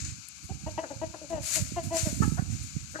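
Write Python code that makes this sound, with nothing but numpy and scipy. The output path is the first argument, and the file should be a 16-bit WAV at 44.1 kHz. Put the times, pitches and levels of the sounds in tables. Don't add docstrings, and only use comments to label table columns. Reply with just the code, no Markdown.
import sys
import numpy as np
from scipy import signal
from scipy.fft import rfft, irfft
from scipy.io import wavfile

SR = 44100
rng = np.random.default_rng(int(sys.argv[2]) if len(sys.argv) > 2 else 0)


def store_pcm(level_fs):
    pcm = np.round(np.clip(level_fs, -1, 1) * 32767).astype(np.int16)
    wavfile.write(sys.argv[1], SR, np.atleast_2d(pcm).T)


N = 132300
TIME = np.arange(N) / SR


def from_db(db):
    return 10 ** (np.asarray(db) / 20)


def rms_one(x):
    return x / np.sqrt(np.mean(x ** 2) + 1e-20)


def in_time(rows):
    return np.interp(TIME, *np.transpose(rows))


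def at_hz(points, hz):
    f, db = np.transpose(points)
    return from_db(np.interp(np.log(hz + 1), np.log(f), db))


def panned(x, pan_db):
    return x * from_db([[pan_db / 2], [-pan_db / 2]])


def peak(f, hz, width_hz):
    return 1 / (1 + (2 * (f - hz) / width_hz) ** 2) ** 2


def noise(gain_at):
    spectrum = rfft(rng.standard_normal(N))
    return rms_one(irfft(spectrum * gain_at(np.fft.rfftfreq(N, 1 / SR)), N))


def soft_noise(cut_hz):
    return noise(lambda f: 1 / (1 + (f / cut_hz) ** 2))


def drift(hz):
    return soft_noise(hz)


def wide_noise(spectrum):
    likeness = 0.24
    shared, left, right = (noise(lambda f: at_hz(spectrum, f)) for _ in range(3))
    return np.sqrt(likeness) * shared + np.sqrt(1 - likeness) * np.array([left, right])


def hiss():
    # f/Hz, relative level/dB
    hiss_spectrum = [(40, -31), (260, -8), (450, -27), (750, -16.5), (1000, -16), (1250, -8.5),
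                     (1600, -6.5), (1900, -20), (2150, -7), (2400, -1.5), (2750, -5.5), (3400, -12),
                     (4400, -1), (5300, -5.5), (6400, 2), (7300, 1), (8800, -13.5), (12000, -18),
                     (14000, -43)]
    level_db, waver_db, right_db = -45, 0.65, -27.5
    gain = from_db(level_db + waver_db * drift(45))
    return gain * wide_noise(hiss_spectrum) * from_db([[0], [right_db]])


def buffet(start, db, hz):
    swell_cycles = 0.48
    cycles = np.maximum(TIME - start, 0) * hz
    age = cycles / swell_cycles
    swell = age ** 2 * np.exp(2 * (1 - age))
    return from_db(db) * swell * np.sin(2 * np.pi * (cycles + rng.random()))


def wind():
    # t/s, level/dB
    right_level = [(0, -39.5), (.15, -42), (.26, -61.5), (.36, -59.5), (.41, -52), (.54, -39.5), (.59, -51),
                   (.65, -43), (.77, -44), (.88, -62.5), (.96, -46.5), (1.07, -41.5), (1.13, -54),
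                   (1.28, -55.5), (1.35, -38), (1.5, -55), (1.6, -35.5), (1.69, -46), (1.87, -34.5),
                   (1.97, -44.5), (2.05, -44), (2.17, -36), (2.24, -29), (2.45, -37), (2.56, -34.5),
                   (2.7, -52), (2.79, -40), (2.88, -52), (3, -47.5)]
    # t/s, level/dB
    left_level = [(0, -90), (2.27, -75), (2.33, -45.5), (2.45, -61), (2.62, -59), (2.73, -70),
                  (2.85, -57.5), (3, -69)]
    # f/Hz, relative level/dB
    rumble_spectrum = [(25, -42), (40, -21), (58, 2), (90, 0), (130, -2), (200, -9), (300, -15), (450, -43),
                       (800, -50), (2000, -56.5)]
    # t/s, level/dB, f/Hz
    buffets = [(0.505, -20.5, 137), (.635, -26.5, 127), (1.619, -15, 122), (1.72, -21, 203.7),
               (2.028, -15.5, 87), (2.069, -14, 182), (2.127, -17, 194), (2.203, -7, 148), (2.22, -13, 212),
               (2.277, -8.5, 162), (2.320, -14, 161), (2.391, -11.5, 140), (2.422, -17, 151),
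               (2.498, -18, 129.4), (2.764, -16, 141)]
    right_lift_db, lumpy_db = 4.5, 3

    def rumble(db):
        lumpy_gain = from_db(db + lumpy_db * drift(26))
        return lumpy_gain * noise(lambda f: at_hz(rumble_spectrum, f))

    left = rumble(in_time(left_level))
    right = rumble(in_time(right_level) + right_lift_db)
    for row in buffets:
        right = right + buffet(*row)
    return np.array([left, right])


def rustle():
    # t/s, level on the left/dB, rise/s, fall/s, treble relative to the rest/dB
    strokes = [(0, -35.5, 0.00093, 0.077, -9), (0.044, -34, 0.0057, 0.054, -11),
               (.425, -49, .018, 0.027, 9), (1.288, -41, 0.016, 0.016, -1), (1.408, -29.5, .07, 0.1, 5),
               (1.48, -23.5, 0.083, 0.037, 4), (1.534, -31.5, 0.024, 0.016, 12),
               (1.62, -39.5, .05, 0.16, -2), (1.825, -43, 0.014, 0.059, 10), (1.919, -26, 0.065, 0.077, 2),
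               (2.039, -34, 0.011, 0.18, 4), (2.21, -38, 0.012, 0.12, 3.5),
               (2.483, -40.5, 0.032, 0.39, -3.5), (2.616, -48.5, .018, 0.029, 12.5),
               (2.81, -60, .012, 0.021, -3), (2.898, -53, .022, 0.023, 13)]
    # f/Hz, relative level/dB
    rustle_spectrum = [(200, -39), (500, -27), (1000, -18), (1400, -9.5), (1900, -10), (2350, -4),
                       (3300, -11.5), (4400, -2.5), (5300, -5), (7000, 5.5), (7800, -0.5), (9000, -8.5),
                       (11500, -14.5), (14500, -22)]
    treble_from_hz, right_db = 8440, -11.5
    grain_db, grain_hz = 1, 252

    body_power, treble_power = 0, 0
    for start, db, rise, fall, treble_db in strokes:
        swell = np.clip((TIME - start) / rise, 0, 1)
        fade = np.exp(-np.maximum(TIME - start - rise, 0) / fall)
        power = (from_db(db) * swell * fade) ** 2
        body_power = body_power + power
        treble_power = treble_power + power * from_db(treble_db) ** 2

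    def band(kind):
        sos = signal.butter(6, treble_from_hz, kind, fs=SR, output="sos")
        return signal.sosfilt(sos, wide_noise(rustle_spectrum))

    strokes_sound = np.sqrt(body_power) * band("low") + np.sqrt(treble_power) * band("high")
    return strokes_sound * from_db(grain_db * drift(grain_hz)) * from_db([[0], [right_db]])


def ticks():
    # t/s, level before panning/dB, centre f/Hz
    snaps = [(.286, -34, 10000), (1.9695, -23, 6900), (1.991, -23, 7300)]
    fade_s, pan_db = .0012, 8
    half_width = .25
    out = np.zeros(N)
    for start, db, hz in snaps:
        snap = noise(lambda f: 1 / (1 + ((f - hz) / (half_width * hz)) ** 4))
        fade = (TIME >= start) * np.exp(-abs(TIME - start) / fade_s)
        out = out + from_db(db) * fade * snap
    return panned(out, pan_db)


def cluck(start, length, attack, pitch_hz, fall, db, throat_hz, overtones_db, beak_db, rough, pan_db):
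    # f/Hz, relative level/dB
    upper_resonances = [(300, -50), (900, -12.5), (1300, -34.5), (1600, -26), (1950, -20.5), (2300, -31.5),
                        (2850, -23), (3300, -34), (4500, -70)]
    throat_width_hz, beak_hz, beak_width_hz = 380, 1510, 550
    throat_start, throat_settle_s = 0.36, 0.0045
    throat_close = 0.093
    pitch_arch, jitter, jitter_hz = .02, .07, 150
    fundamental_db, rasp = -6.5, .35
    shimmer_db, shimmer_hz = 4.5, 128
    release_s, swell_db = .012, 1
    birds_db = -5

    def throat(f, centre_hz=throat_hz):
        main = peak(f, centre_hz, throat_width_hz)
        upper = from_db(overtones_db) * at_hz(upper_resonances, f)
        open_beak = from_db(beak_db) * peak(f, beak_hz, beak_width_hz)
        return main + upper + open_beak

    on = (TIME >= start) & (TIME < start + length + 10 * release_s)
    t = TIME[on] - start
    along = np.minimum(t / length, 1.2) - .5

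    arch = pitch_arch * ((2 * along) ** 2 - .15)
    hz = pitch_hz * (1 - arch - fall * along + jitter * rough * drift(jitter_hz)[on])
    settling = throat_start * np.exp(-t / throat_settle_s)
    closing = throat_close * np.maximum(2 * along, 0) ** 2
    centre_hz = throat_hz * (1 + settling - closing)

    phase = 2 * np.pi * np.cumsum(hz) / SR
    tone = from_db(fundamental_db) * np.sin(phase) * np.minimum(2 * pitch_hz / throat_hz, 1) ** 3
    for k in np.arange(2, 14):
        phase_lag = 2 * np.arctan(2 * (k * hz - centre_hz) / throat_width_hz)
        tone = tone + throat(k * hz, centre_hz) * np.sin(k * phase - phase_lag)

    pulsed_rasp = rasp * rough * (1 + np.cos(phase)) * noise(throat)[on]
    voice = rms_one(rms_one(tone) + pulsed_rasp)
    rise = 1 - np.exp(-t / attack)
    release = np.exp(-np.maximum(t - length + release_s, 0) / release_s)
    level = from_db(db + swell_db * along + shimmer_db * rough * drift(shimmer_hz)[on])
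    out = np.zeros(N)
    out[on] = voice * rise * release * level
    return panned(out, pan_db) * from_db(birds_db)


def chickens():
    # t/s, length/s, attack/s, pitch f/Hz, pitch fall/share, level before birds_db/dB,
    # settled throat resonance f/Hz, overtones/dB, open-beak resonance/dB, roughness/0-1,
    # left louder than right/dB
    calls = [(0.488, 0.037, 0.0037, 382, -0.11, -44, 730, -13, -36, 0.65, 2.5),
             (0.663, .030, 0.0037, 322.2, 0.016, -30, 730, -3.5, -41, 0.38, 8.5),
             (0.7778, 0.023, 0.00085, 326.3, -0.048, -22.5, 722, 3.5, -37, 0.38, 6),
             (0.829, 0.028, 0.0022, 304, 0.27, -33.5, 680, -9, -9, 0.54, 6.5),
             (0.903, 0.025, 0.0012, 290.3, 0.037, -32.5, 647, -11, -20, 0.42, 7),
             (1.0153, 0.037, 0.00089, 322.6, -0.018, -28.5, 690, -4.5, -27, 0.18, 9),
             (1.139, 0.017, 0.0019, 341.3, 0.072, -30, 753, -5, -13, 0.48, 7),
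             (1.214, 0.044, .001, 303, 0.13, -42, 510, -12, -51, 0.3, 6),
             (1.298, 0.059, 0.013, 333.4, 0.083, -28.5, 676, -3.5, -32, 0.26, 8),
             (1.351, 0.045, 0.0017, 308.5, 0.1, -33.5, 660, -1.5, -24, 0.37, 11.5),
             (1.554, 0.047, 0.0043, 320.4, 0.095, -38, 645, -17, -34, 0.4, 11.5),
             (1.761, 0.038, 0.006, 348.6, 0.036, -22.5, 770, 0, -27, 0.15, 4.5),
             (1.905, 0.074, 0.01, 331, 0.001, -24.5, 721, -2.5, -37, 0.17, 2.5),
             (2.052, 0.041, 0.005, 311, 0.084, -32.5, 580, -7, -34, 0.2, 2.5),
             (2.219, 0.027, 0.0042, 441.5, 0.022, -27.5, 1220, 1.5, -1.5, 0.35, 10),
             (2.369, 0.034, 0.014, 352, -0.25, -33.5, 743, -2, -2, 0.71, 7.5),
             (2.938, 0.037, 0.024, 298.5, -0.218, -29.5, 513, -21, -1.5, 0.71, 8.5),
             (2.988, 0.02, 0.0012, 325, -0.034, -30.5, 640, 8, -23, 0.65, 7)]
    return sum(cluck(*row) for row in calls)


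def ports(x):
    turn_hz, turn_width_hz = 1520, 500
    r = np.exp(-np.pi * turn_width_hz / SR)
    a = np.array([1, -2 * r * np.cos(2 * np.pi * turn_hz / SR), r * r])
    return np.array([x[0], signal.lfilter(a[::-1], a, x[1])])


def coop(x):
    t60_s, cut_hz, level_db = 0.58, 2400, -11.5

    def one_side():
        fade = from_db(-60 * TIME / t60_s) * (TIME > .006)
        tail = soft_noise(cut_hz) * fade
        tail = tail / np.sqrt(np.sum(tail ** 2) * SR / 2 / cut_hz)
        return signal.fftconvolve(x, tail)[:N]

    return from_db(level_db) * np.array([one_side(), one_side()])


def scene():
    birds = chickens()
    birds_and_coop = ports(birds) + coop(birds.mean(axis=0))
    return birds_and_coop + wind() + hiss() + rustle() + ticks()


def record(dry):
    low_cut_hz, high_cut_hz = 59, 14400
    bass_cut = signal.butter(4, low_cut_hz, "high", fs=SR, output="sos")
    top_cut = signal.ellip(12, .1, 80, high_cut_hz, fs=SR, output="sos")
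    return signal.sosfilt(top_cut, signal.sosfilt(bass_cut, dry))


dry = scene()
out = record(dry)
store_pcm(out)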